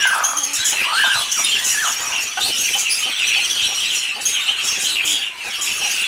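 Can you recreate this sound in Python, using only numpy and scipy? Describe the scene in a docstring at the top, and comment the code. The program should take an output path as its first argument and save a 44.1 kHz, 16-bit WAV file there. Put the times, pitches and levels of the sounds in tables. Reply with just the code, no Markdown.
"""A broody hen squawks hoarsely as she is lifted off her nest, lands, and then clucks, in a tin-walled shed.
Her squawks are oscillations of the syrinx membranes, which break into a rasp under strain; her clucks are
pulse trains filtered by the resonances of the throat. Chicks cheep, peep and hiss all the while, near and
far. Straw crackles, wings and feet shuffle, the crate bumps, and reflections from the walls blur distant
poultry into a din."""
import sys
import numpy as np
from scipy import signal
from scipy.fft import rfft, irfft, next_fast_len
from scipy.io import wavfile
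from scipy.ndimage import uniform_filter1d

SR = 44100
rng = np.random.default_rng(int(sys.argv[2]) if len(sys.argv) > 2 else 0)


def wav_out(sig):
    """Save sig, one row per channel (or a flat mono array), as 16-bit PCM at SR to the path in sys.argv[1]."""
    wavfile.write(sys.argv[1], SR, np.round(np.clip(np.atleast_2d(sig).T, -1, 1) * 32767).astype(np.int16))


N = 267687

# the hen's squawks, one contour each: time_s, pitch_hz, level_db, hoarseness (0 to 1)
SQUAWK_CONTOURS = [
    [(0, 1720, -21, .03), (.062, 1570, -13, .06), (.108, 1420, -19, .45), (.132, 1680, -14, .04),
     (.15, 1380, -19, .75), (.235, 1240, -19, .75), (.256, 1200, -27, .8), (.37, 1220, -25, .55),
     (.41, 1220, -41, .3)],
    [(.57, 1580, -36, .4), (.61, 1530, -28, .1), (.655, 1700, -29, .06), (.69, 1650, -36, .2)],
    [(.84, 1150, -29, .45), (.91, 1100, -22, .6), (.945, 1380, -18, .3), (.99, 1620, -16, .25),
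     (1.04, 1680, -15, .15), (1.085, 1500, -19, .45), (1.108, 1680, -17, .1), (1.165, 1350, -22, .6),
     (1.23, 1000, -31, 1)],
    [(1.36, 1550, -36, .2), (1.38, 1300, -26, .3), (1.398, 1100, -24, .8), (1.42, 1200, -36, 1)],
    [(1.55, 1600, -31, .2), (1.63, 1920, -25, .05), (1.69, 1900, -38, .05), (1.74, 1850, -26, .05),
     (1.764, 1620, -21, .1), (1.81, 1800, -19, .05), (1.856, 1320, -19, .2), (1.872, 1150, -24, 1),
     (1.92, 1200, -32, 1)],
    [(1.98, 1400, -36, .8), (2.02, 1350, -30, 1), (2.07, 1200, -34, 1), (2.115, 1000, -30, 1),
     (2.2, 1000, -37, 1)],
]
# harmonics of a squawk: pitch_multiple, level_db
SQUAWK_HARMONICS = [(1, -5.5), (2, -24), (3, -38), (4, -36.5)]
# clucks and low grumbles, and at 0.726 s a brief low burst within the squawk: start_s, length_s,
# start_pitch_hz, end_pitch_hz, level_db, beak_opening_db
CLUCK_CALLS = [(0.312, 0.25, 287.6, 260.7, -42, -45), (0.726, 0.029, 301, 299, -30, -6),
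               (2.372, 0.022, 377, 372, -18, 17.5), (2.457, 0.031, 243, 231.6, -32, -12),
               (2.538, 0.092, 242, 252, -46.5, -65), (2.749, 0.033, 263.5, 285, -29.5, -7),
               (3.055, 0.047, 211, 294, -34.5, -39), (3.355, 0.048, 220, 298, -35.5, -15),
               (3.683, 0.05, 217, 285, -36, -21), (4.158, 0.05, 200.6, 280, -35, -38),
               (4.467, 0.059, 228, 304, -39, -17), (4.768, 0.31, 397, 304.5, -46, -42),
               (5.037, 0.18, 323, 247.7, -45, -47), (5.446, 0.052, 198, 285, -35.5, -11),
               (5.81, 0.081, 201.2, 287.6, -35, -24)]
# resonances of the hen's throat: centre_hz, bandwidth_hz, gain_db
THROAT_FORMANTS = [(327, 105, -18), (799, 97, 8.5), (1450, 115, 0.5), (2780, 180, -2.5)]
# cheeps of the nearest chicks: start_s, length_s, pitch_hz, glide_octaves, level_db
CHEEP_CALLS = [(0, .048, 2890, 0.059, -18), (0.047, 0.03, 2094, -0.026, -25),
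               (0.553, .084, 3840, .06, -24.5), (0.755, .08, 2583, -0.3, -20.5),
               (0.827, .035, 2790, 0.16, -19.5), (0.928, 0.058, 4270, -0.063, -23.5),
               (0.976, .09, 2984, 0.19, -19.5), (1.044, .043, 3610, -.02, -21),
               (1.092, .051, 2980, -0.33, -20), (1.14, .068, 3980, 0.051, -21.5),
               (1.201, .04, 3375, 0.013, -23), (1.439, 0.039, 3620, -0.095, -20),
               (1.458, 0.042, 2848, -.2, -20), (1.509, 0.069, 3010, -0.31, -17.5),
               (1.69, 0.046, 2860, -.15, -26), (1.856, 0.038, 2954, -0.091, -22.5),
               (2.119, 0.079, 2804, -0.071, -20), (2.406, .036, 3660, 0.11, -20.5),
               (2.427, .041, 4240, 0.22, -19), (2.492, .089, 2956, -0.047, -24.5),
               (2.64, .057, 2600, -.41, -20.5), (2.733, .022, 3040, 0.026, -16.5),
               (2.846, .05, 2713, -0.18, -19), (2.902, .036, 4990, -0.063, -18),
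               (3.019, .066, 3060, 0.01, -20.5), (3.19, .06, 2643, -0.26, -20),
               (3.281, .087, 2777, -0.32, -18.5), (3.351, .059, 2940, -0.22, -19),
               (3.569, .095, 3115, -0.16, -19), (3.623, .04, 3840, 0.15, -21),
               (3.797, .077, 2880, -.43, -22), (3.847, 0.051, 3900, 0.097, -25.5),
               (3.895, 0.071, 2880, -0.28, -22), (4.032, 0.091, 2804, -0.2, -22.5),
               (4.348, .042, 3050, -.17, -18), (4.4, .085, 3770, 0.054, -26.5),
               (4.479, .03, 3060, 0.07, -13), (4.524, 0.09, 2810, -0.264, -24),
               (4.679, 0.072, 2794, -0.064, -27), (4.845, .032, 3115, -0.059, -18.5),
               (4.861, .095, 4020, -0.099, -23), (4.953, .061, 2664, -0.43, -17),
               (5.068, .11, 3300, 0.1, -19.5), (5.189, .094, 2827, -0.028, -24),
               (5.405, .037, 2650, -0.14, -30), (5.52, .05, 2850, -0.21, -26.5),
               (5.672, .045, 2707, -.12, -22.5), (5.813, .065, 2907, -0.16, -22),
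               (5.888, 0.037, 2706, -0.22, -27), (5.97, .079, 2765, 0.013, -22)]
# shrill peeps, loudest on harmonic two: start_s, length_s, second_harmonic_hz, glide_octaves, level_db
PEEP_CALLS = [(.07, .01, 10400, 0.021, -19.5), (.107, .01, 10500, 0.085, -32),
              (.145, .008, 10800, -0.032, -25), (0.237, 0.022, 6450, 0.14, -12.5),
              (0.264, 0.064, 6650, 0.044, -21.5), (0.368, 0.025, 6420, 0.094, -15),
              (0.431, 0.0244, 6520, -0.012, -15.5), (.651, 0.035, 6850, .07, -17.5),
              (1.316, 0.015, 6300, 0.35, -13), (1.377, 0.027, 5760, 0.034, -17.5),
              (1.878, 0.027, 6750, 0.098, -23.5), (2.037, 0.049, 5800, 0.13, -28),
              (2.219, .021, 5800, -0.17, -26), (2.578, 0.092, 6450, -0.03, -21),
              (2.984, 0.035, 6500, 0.064, -23), (3.268, 0.03, 5950, -0.072, -19),
              (3.445, 0.016, 5950, 0.19, -19), (3.499, .02, 5950, 0.11, -18),
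              (3.65, 0.054, 5700, -0.013, -27), (3.745, 0.031, 5720, -0.046, -22),
              (3.952, 0.045, 5700, -0.2, -22.5), (4.253, 0.026, 6560, 0.029, -13),
              (4.287, .068, 6550, -0.0039, -23), (4.674, 0.031, 5550, -0.068, -18.5),
              (4.838, 0.042, 6600, 0.062, -22.5), (5.83, 0.04, 5720, 0, -24),
              (5.903, 0.023, 6300, .3, -21.5)]
# harmonics of a peep: multiple_of_loudest, level_db
PEEP_HARMONICS = [(.5, -11.5), (1, -1.5), (1.5, -13.5), (2, -27)]
# harsh, hissing chirps: start_s, length_s, level_db
RASP_CALLS = [(0.531, 0.045, -18.5), (0.643, 0.074, -18), (1.303, 0.18, -27), (1.638, 0.1, -18),
              (1.833, 0.073, -26), (2.575, 0.064, -33), (2.784, 0.033, -19), (3.942, 0.03, -23),
              (4.639, 0.05, -23.5), (4.805, 0.063, -22.5), (5.048, 0.091, -19.5), (5.61, 0.067, -24)]
# spectra of a peep's breath and of a rasp: frequency_hz, level_db
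BREATH_SPECTRUM = [(4000, -4), (6500, 8), (8300, -13), (10200, 4), (11500, -4), (15500, -8)]
RASP_SPECTRUM = [(2470, -35), (4200, -46), (5070, -4), (5610, -8), (6090, -9), (6890, 3), (8500, -11),
                 (10300, -8), (12300, -19), (15100, -19), (15800, -28)]
# envelopes of the far chicks' cheeping and of their thin, high twitter: time_s, level_db
CHEEPING_ENVELOPE = [(0, -28), (.35, -36), (.7, -24.5), (1.25, -29.5), (1.5, -24.5), (1.95, -31.5),
                     (2.6, -26), (2.92, -28), (3.3, -21), (3.7, -24.5), (4.5, -24.5), (4.85, -26.5),
                     (5.1, -24), (5.5, -28.5), (6.07, -23.5)]
TWITTER_ENVELOPE = [(0, -21.5), (.17, -42), (.6, -32), (.95, -40.5), (1.45, -29), (2.2, -26.5),
                    (2.45, -32.5), (2.65, -26), (3.1, -36.5), (3.4, -31.5), (4, -32), (4.5, -49),
                    (4.72, -23), (5, -50), (5.85, -29.5), (6.07, -40)]
# partials of the far chicks' calls: pitch_multiple, relative_level_db
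FAR_CHEEP_PARTIALS = [(1, 23), (2, -23), (3, -43)]
WHISTLE_PARTIALS = [(1, 11), (2, 5.5), (3, -24)]
TWITTER_PARTIALS = [(1, 6), (1.5, -22)]
# bouts of stirring in the nest: start_s, length_s, crackle_db, shuffle_db
NEST_STIRS = [(0, .2, -33, -56), (0.647, .2, -32, -44.5), (0.944, 0.29, -30, -48.5),
              (1.362, 0.31, -30, -44.5), (1.65, 0.3, -28, -50), (1.966, 0.28, -33.5, -45.5),
              (2.395, 0.11, -26, -39), (2.542, 0.283, -26.5, -46.5), (2.89, .15, -30, -48.5),
              (3.185, .8, -34.5, -46.5), (4.205, 0.11, -28.5, -46.5), (4.62, 0.37, -33.5, -44.5),
              (5.04, 0.12, -32, -42.5), (5.434, 0.046, -34.5, -43), (5.618, 0.41, -28.5, -47)]
# dull bumps of the crate and of feet: start_s, level_db
IMPACTS = [(0.579, -31), (1.15, -31.5), (1.189, -35), (1.699, -43), (2.439, -39), (3.28, -41), (3.619, -34),
           (3.659, -38)]
# spectra of the straw, the shuffling, the bumps and the din's wash: frequency_hz, level_db
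STRAW_SPECTRUM = [(2060, -23), (3500, -7.5), (3800, -5), (4800, -2.5), (5730, -3), (6340, -4.5),
                  (10400, -4.5), (11300, -10), (15200, -15), (15800, -19)]
SHUFFLE_SPECTRUM = [(15, -36), (25, -3.5), (181, -4), (233, 2), (279, -2), (384, 1), (545, -3), (700, -3.5),
                    (910, -3), (1540, -120)]
BUMP_SPECTRUM = [(60, 8.6), (110, 15), (190, 2.3)]
DIN_SPECTRUM = [(400, -19.5), (700, 1), (1100, 4), (1600, 8), (2300, 10), (3800, 1), (5000, -32),
                (9000, -32)]
# envelope of the distant poultry: time_s, level_db
DIN_ENVELOPE = [(0, -27.5), (.2, -38), (.44, -37), (.8, -29), (1.3, -36), (1.9, -32), (2.6, -37.5),
                (3.3, -34.5), (3.9, -36.5), (4.6, -33.5), (5.15, -35.5), (5.8, -34.5)]
# brief changes in the background level, nearly all dips: centre_s, half_length_s, change_db
BACKGROUND_LULLS = [(0.318, 0.026, -4.5), (.49, 0.018, -2.5), (1.286, 0.027, 1), (2.34, 0.046, -3),
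                    (4.184, 0.12, -6), (4.555, 0.021, -6), (4.985, 0.029, -19), (5.338, 0.092, -11)]


def squawks(lurch_depth=.0902, rasp_depth=.1595, break_drop=.1, ceiling_hz=1930, undertone_db=-10):
    """Nonlinear oscillation: the strained syrinx lurches in pitch and breaks, more often when hoarse."""
    out, t = np.zeros(N), np.arange(N) / SR
    lurch, jitter, flutter, strain, scatter = (wander(hz) for hz in (81.5, 576, 430, 54.5, 442))
    for contour in SQUAWK_CONTOURS:
        on = (t >= contour[0][0]) & (t <= contour[-1][0])
        hz, db, hoarseness = np.array(curves(contour))[:, on]
        broken = np.clip(strain[on] + 3 * hoarseness - 1.2, 0, 1)
        bend = lurch_depth * np.sqrt(hoarseness) * lurch[on]
        roughness = rasp_depth * hoarseness ** 1.48 * jitter[on]
        drop = break_drop * broken * (1 - hoarseness)
        pitch_hz = np.minimum(hz * np.exp(bend + roughness - drop), ceiling_hz)
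        # in a break the membranes slip into an unsteady slower swing, which adds a lower partial
        undertone = broken * syrinx(pitch_hz * .62 * np.exp(.22 * scatter[on]), [(1, 0)])
        tone = syrinx(pitch_hz, SQUAWK_HARMONICS) + from_db(undertone_db) * undertone
        shimmer_db = 5.5 * hoarseness * flutter[on] + 2.1 * lurch[on]
        tone = evened(tone * from_db(shimmer_db), span_s=.028)
        out[on] += tone * from_db(db) * swell(np.linspace(0, 1, on.sum()), edge=.0066)
    # the squawk has a dip near 2150 Hz and little below 650 Hz
    out = signal.lfilter(*signal.iirnotch(2150, 3, fs=SR), out)
    return signal.sosfilt(signal.butter(4, 650, "high", fs=SR, output="sos"), out)


def clucks(jitter=.087):
    """Source and filter: pulses excite the throat's formants, and the upper ones need an open beak."""
    out = np.zeros(N)
    for start_s, length_s, start_hz, end_hz, db, beak_db in CLUCK_CALLS:
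        u = progress(length_s)
        wobble = np.interp(u, np.linspace(0, 1, 10), rng.standard_normal(10))
        pitch_hz = (start_hz + (end_hz - start_hz) * u) * (1 + jitter * wobble)
        pulses = np.diff(np.floor(np.cumsum(pitch_hz) / SR), prepend=-1)
        tone = 0
        for k, (centre_hz, bandwidth_hz, gain_db) in enumerate(THROAT_FORMANTS):
            ring = signal.lfilter(*signal.iirpeak(centre_hz, centre_hz / bandwidth_hz, fs=SR), pulses)
            tone += (-1) ** k * ring * from_db(gain_db + beak_db * min(k, 2) / 2)
        add(out, start_s, from_db(db) * swell(u, edge=.059) * unit_rms(tone))
    return out


def near_chicks(typical_hz=2920, brightening_db_per_octave=28, breath_db=-11.5):
    """Membrane tension: the higher a cheep, the steadier and brighter it is. Peeps carry breath noise."""
    out, breath = np.zeros(N), np.zeros(N)
    cheep_tremble, peep_tremble = .038 * wander(508), .014 * wander(600)
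    for start_s, length_s, hz, glide, db in CHEEP_CALLS:
        slack = min((typical_hz / hz) ** .66, 1.2)
        overtone_db = -22 + brightening_db_per_octave * np.log2(hz / typical_hz)
        harmonics = [(1, 0), (2, overtone_db), (3, overtone_db - 17.5)]
        add(out, start_s, from_db(db) * chirp(length_s, arch(hz, glide), harmonics, slack * cheep_tremble))
    for start_s, length_s, hz, glide, db in PEEP_CALLS:
        add(out, start_s, from_db(db) * chirp(length_s, arch(hz, glide), PEEP_HARMONICS, peep_tremble))
        add(breath, start_s, from_db(db + breath_db) * swell(progress(length_s), edge=.054))
    return out + breath * coloured(rng.standard_normal(N), BREATH_SPECTRUM)


def rasps(fade_db=2.1):
    """Noise excitation: fluttering hiss in the throat's upper resonances gives chirps of no clear pitch."""
    envelope = np.zeros(N)
    for start_s, length_s, db in RASP_CALLS:
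        u = progress(length_s)
        add(envelope, start_s, from_db(db - fade_db * u) * swell(u, edge=.064))
    hiss = rng.standard_normal(N) * from_db(2.6 * wander(400))
    return envelope * coloured(hiss, RASP_SPECTRUM)


def far_chicks_and_rasp_grain(whistle_mean_db=-34, grain_db=-11):
    """Superposition: far cheeps, whistles and twitter form a chorus; short tones give the rasps a grain."""
    cheep_db, twitter_db = curves(CHEEPING_ENVELOPE)[0], curves(TWITTER_ENVELOPE)[0]
    cheeps = crowd(2830, FAR_CHEEP_PARTIALS, count=260, typical_s=.042, spread=.22,
                   shape=[1.05, 1.02, .89], jitter=.027)
    whistles = crowd(3950, WHISTLE_PARTIALS, count=330, typical_s=.028, spread=.23,
                     shape=[.95, 1.02, .98], jitter=.013)
    high_tones = crowd(5950, TWITTER_PARTIALS, count=320, typical_s=.02, spread=.2,
                       shape=[.97, 1.02, 1], jitter=.017)
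    whistle_db = whistle_mean_db + 1.2 * (cheep_db - cheep_db.mean())
    chorus = from_db(cheep_db) * cheeps + from_db(whistle_db) * whistles + from_db(twitter_db) * high_tones
    # each rasp has a grain of short, high tones that lingers briefly after it
    rasp_grain = from_db(grain_db) * bouts(RASP_CALLS, release_s=.021) * high_tones
    return from_db(lull_db()) * chorus + rasp_grain


def straw(stalk_count=44, snaps_per_s=2500, bandwidth_hz=160, patchy_db=7):
    """Impulse excitation: straws snap and swish, each stalk ringing briefly at its own frequency."""
    stalks = np.zeros(N)
    for hz in np.linspace(3500, 15500, stalk_count):
        rubbing_db = patchy_db * np.interp(np.arange(N), np.linspace(0, N, 240), rng.standard_normal(240))
        snaps = rng.standard_normal(N) * (rng.random(N) < snaps_per_s / SR) * from_db(rubbing_db)
        stalks += signal.lfilter(*signal.iirpeak(hz, hz / bandwidth_hz, fs=SR), snaps + 1e-18)
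    return coloured(shed(stalks, wet_db=-8.5), STRAW_SPECTRUM)


def nest(crackle_rest_db=-34.5, shuffle_rest_db=-49.5, settle_s=.024):
    """Addition of powers: bouts of stirring rise over a constant rustle of straw, wings and feet."""
    stirs, dip_db = np.array(NEST_STIRS), lull_db()
    crackle_gain = np.hypot(from_db(crackle_rest_db + dip_db), bouts(stirs[:, [0, 1, 2]], settle_s))
    shuffle_gain = np.hypot(from_db(shuffle_rest_db + .29 * dip_db), bouts(stirs[:, [0, 1, 3]], settle_s))
    crackle = straw()
    shuffle = coloured(rng.standard_normal(N) * from_db(3.1 * wander(32.3)), SHUFFLE_SPECTRUM)
    return crackle_gain * crackle + shuffle_gain * shuffle


def bumps(rise_s=.0051, decay_s=.013):
    """Heavy damping: soft knocks of the crate and of feet die away at once."""
    envelope, t = np.zeros(N), np.arange(SR // 4) / SR
    for start_s, db in IMPACTS:
        add(envelope, start_s, from_db(db) * (1 - np.exp(-t / rise_s)) * np.exp(-t / decay_s))
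    return envelope * coloured(rng.standard_normal(N), BUMP_SPECTRUM)


def din(lull_share=.43):
    """Diffuse field: the walls blur the calls of distant poultry into a wash."""
    calls = crowd(1650, [(1, 0)], count=260, typical_s=.04, spread=.55,
                  shape=[1.03, 1.02, .93], jitter=.032)
    wash = coloured(rng.standard_normal(N), DIN_SPECTRUM)
    level_db = curves(DIN_ENVELOPE)[0] + lull_share * lull_db()
    return from_db(level_db) * (from_db(-3) * calls + from_db(-1) * wash)


def crowd(pitch_hz, partials, count, typical_s, spread, shape, jitter):
    """Incoherent sources: short calls at random times and pitches sum to a steady power."""
    out, tremble = np.zeros(N), jitter * wander(350)
    for k, (offset, size, sharp, flat) in enumerate(rng.random((count, 4))):
        contour_hz = pitch_hz * np.array(shape) * np.exp(spread * (sharp - flat))
        length_s = typical_s * (.5 + size)
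        start_s = (k + offset) / count * N / SR - length_s / 2
        add(out, start_s, from_db(rng.normal(0, 5)) * chirp(length_s, contour_hz, partials, tremble))
    return evened(shed(out, wet_db=5), span_s=.075)


def shed(x, wet_db, t60_s=.32):
    """Reverberation: direct sound, a few slaps off the tin walls, then a dense tail; power is kept."""
    t = np.arange(SR // 2) / SR
    slaps = rng.standard_normal(len(t)) * (rng.random(len(t)) < 500 / SR) * np.exp(-t / .016)
    tail = rng.standard_normal(len(t)) * from_db(-60 * t / t60_s)
    echo = (unit_rms(slaps) * from_db(-3.5) + unit_rms(tail)) * (t > .003)
    echo *= from_db(wet_db) / np.sqrt(np.sum(echo ** 2))
    return (x + signal.fftconvolve(x, echo)[:N]) / np.sqrt(1 + from_db(2 * wet_db))


def syrinx(hz, partials):
    """Periodic vibration: the membranes give partials locked to one phase."""
    phase = 2 * np.pi * np.cumsum(hz) / SR
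    return np.sqrt(2) * sum(from_db(db) * np.sin(k * phase) * (k * hz < SR / 2) for k, db in partials)


def chirp(length_s, contour_hz, partials, tremble):
    """Frequency and amplitude modulation: a note arches through three pitches, trembling and fluttering."""
    u = progress(length_s)
    hz = np.polyval(np.polyfit([0, .5, 1], contour_hz, 2), u)
    pitch_at, flutter_at = (rng.random(2) * (N - SR)).astype(int)
    hz *= 1 + tremble[pitch_at:pitch_at + len(u)]
    flutter = unit_rms(from_db(104 * tremble[flutter_at:flutter_at + len(u)]))
    return swell(u, edge=.067) * flutter * syrinx(hz, partials)


def arch(hz, glide_octaves, sag_octaves=.025):
    """Start, middle and end pitch of a glide whose ends hang below the straight line."""
    return hz * 2 ** np.array([-glide_octaves / 2 - sag_octaves, 0, glide_octaves / 2 - sag_octaves])


def lull_db():
    """Gaussian dips in level as the birds pause and start again."""
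    t = np.arange(N) / SR
    return sum(db * np.exp(-((t - centre_s) / half_s) ** 2) for centre_s, half_s, db in BACKGROUND_LULLS)


def bouts(rows, release_s, attack_s=.0077):
    """Gain of bouts that rise, hold and decay exponentially; overlaps add in power."""
    t, power = np.arange(SR) / SR, np.zeros(N)
    for start_s, length_s, db in rows:
        envelope = np.minimum(t / attack_s, 1) * np.exp(-np.maximum(t - length_s, 0) / release_s)
        add(power, start_s, (from_db(db) * envelope) ** 2)
    return np.sqrt(power)


def swell(u, edge):
    """Raised-cosine envelope: a call opens and closes, each over the fraction `edge` of its length."""
    return np.sin(np.pi / 2 * np.clip(np.minimum(u, 1 - u) / edge, 0, 1)) ** 2


def wander(rate_hz):
    """Low-pass noise: a smooth random fluctuation of unit power."""
    lowpass = signal.butter(4, rate_hz, fs=SR, output="sos")
    return unit_rms(signal.sosfilt(lowpass, rng.standard_normal(N + SR))[SR:])


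def coloured(x, spectrum):
    """Spectral shaping to unit power, falling 20 dB an octave beyond the ends of the spectrum."""
    hz, db = np.transpose(spectrum)
    size = next_fast_len(N)
    octave = np.log2(np.maximum(np.fft.rfftfreq(size, 1 / SR), 1))
    outside = np.abs(octave - np.clip(octave, np.log2(hz[0]), np.log2(hz[-1])))
    gain = from_db(np.interp(octave, np.log2(hz), db) - 20 * outside)
    return unit_rms(irfft(rfft(x, size) * gain, size)[:N])


def evened(x, span_s):
    """Division by the running RMS takes out slow swells."""
    power = np.abs(uniform_filter1d(x ** 2, int(span_s * SR)))
    return x / np.sqrt(power + 1e-3 * np.mean(x ** 2))


def curves(rows):
    """Linear interpolation of each column over time_s, sample by sample."""
    time_s, *columns = np.transpose(rows)
    return [np.interp(np.arange(N) / SR, time_s, column) for column in columns]


def progress(length_s):
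    """Normalised time, 0 to 1 over one call."""
    return np.linspace(0, 1, max(int(length_s * SR), 64))


def add(track, start_s, sound):
    """Superpose a sound on a track."""
    at = max(int(start_s * SR), 0)
    track[at:at + len(sound)] += sound[:max(N - at, 0)]


def from_db(db):
    """Decibels to amplitude ratio."""
    return 10 ** (np.asarray(db) / 20)


def unit_rms(x):
    """Normalisation to unit power."""
    return x / np.sqrt(np.mean(x ** 2) + 1e-20)


def scene():
    """Superposition: hen and chicks in the reverberant shed, over the nest and the din."""
    hen = shed(squawks(), wet_db=-4.5) + shed(clucks(), wet_db=-7)
    chicks = shed(near_chicks() + rasps(), wet_db=-.5)
    return (hen + chicks + far_chicks_and_rasp_grain() + nest() + bumps() + din())[None]


def record(dry, cutoff_hz=15800):
    """Soft saturation rounds the loudest peaks, and a steep low-pass cuts the top."""
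    lowpass = signal.ellip(12, .1, 90, cutoff_hz, fs=SR, output="sos")
    return signal.sosfilt(lowpass, .9 * np.tanh(dry / .9))


dry = scene()
out = record(dry)
wav_out(out)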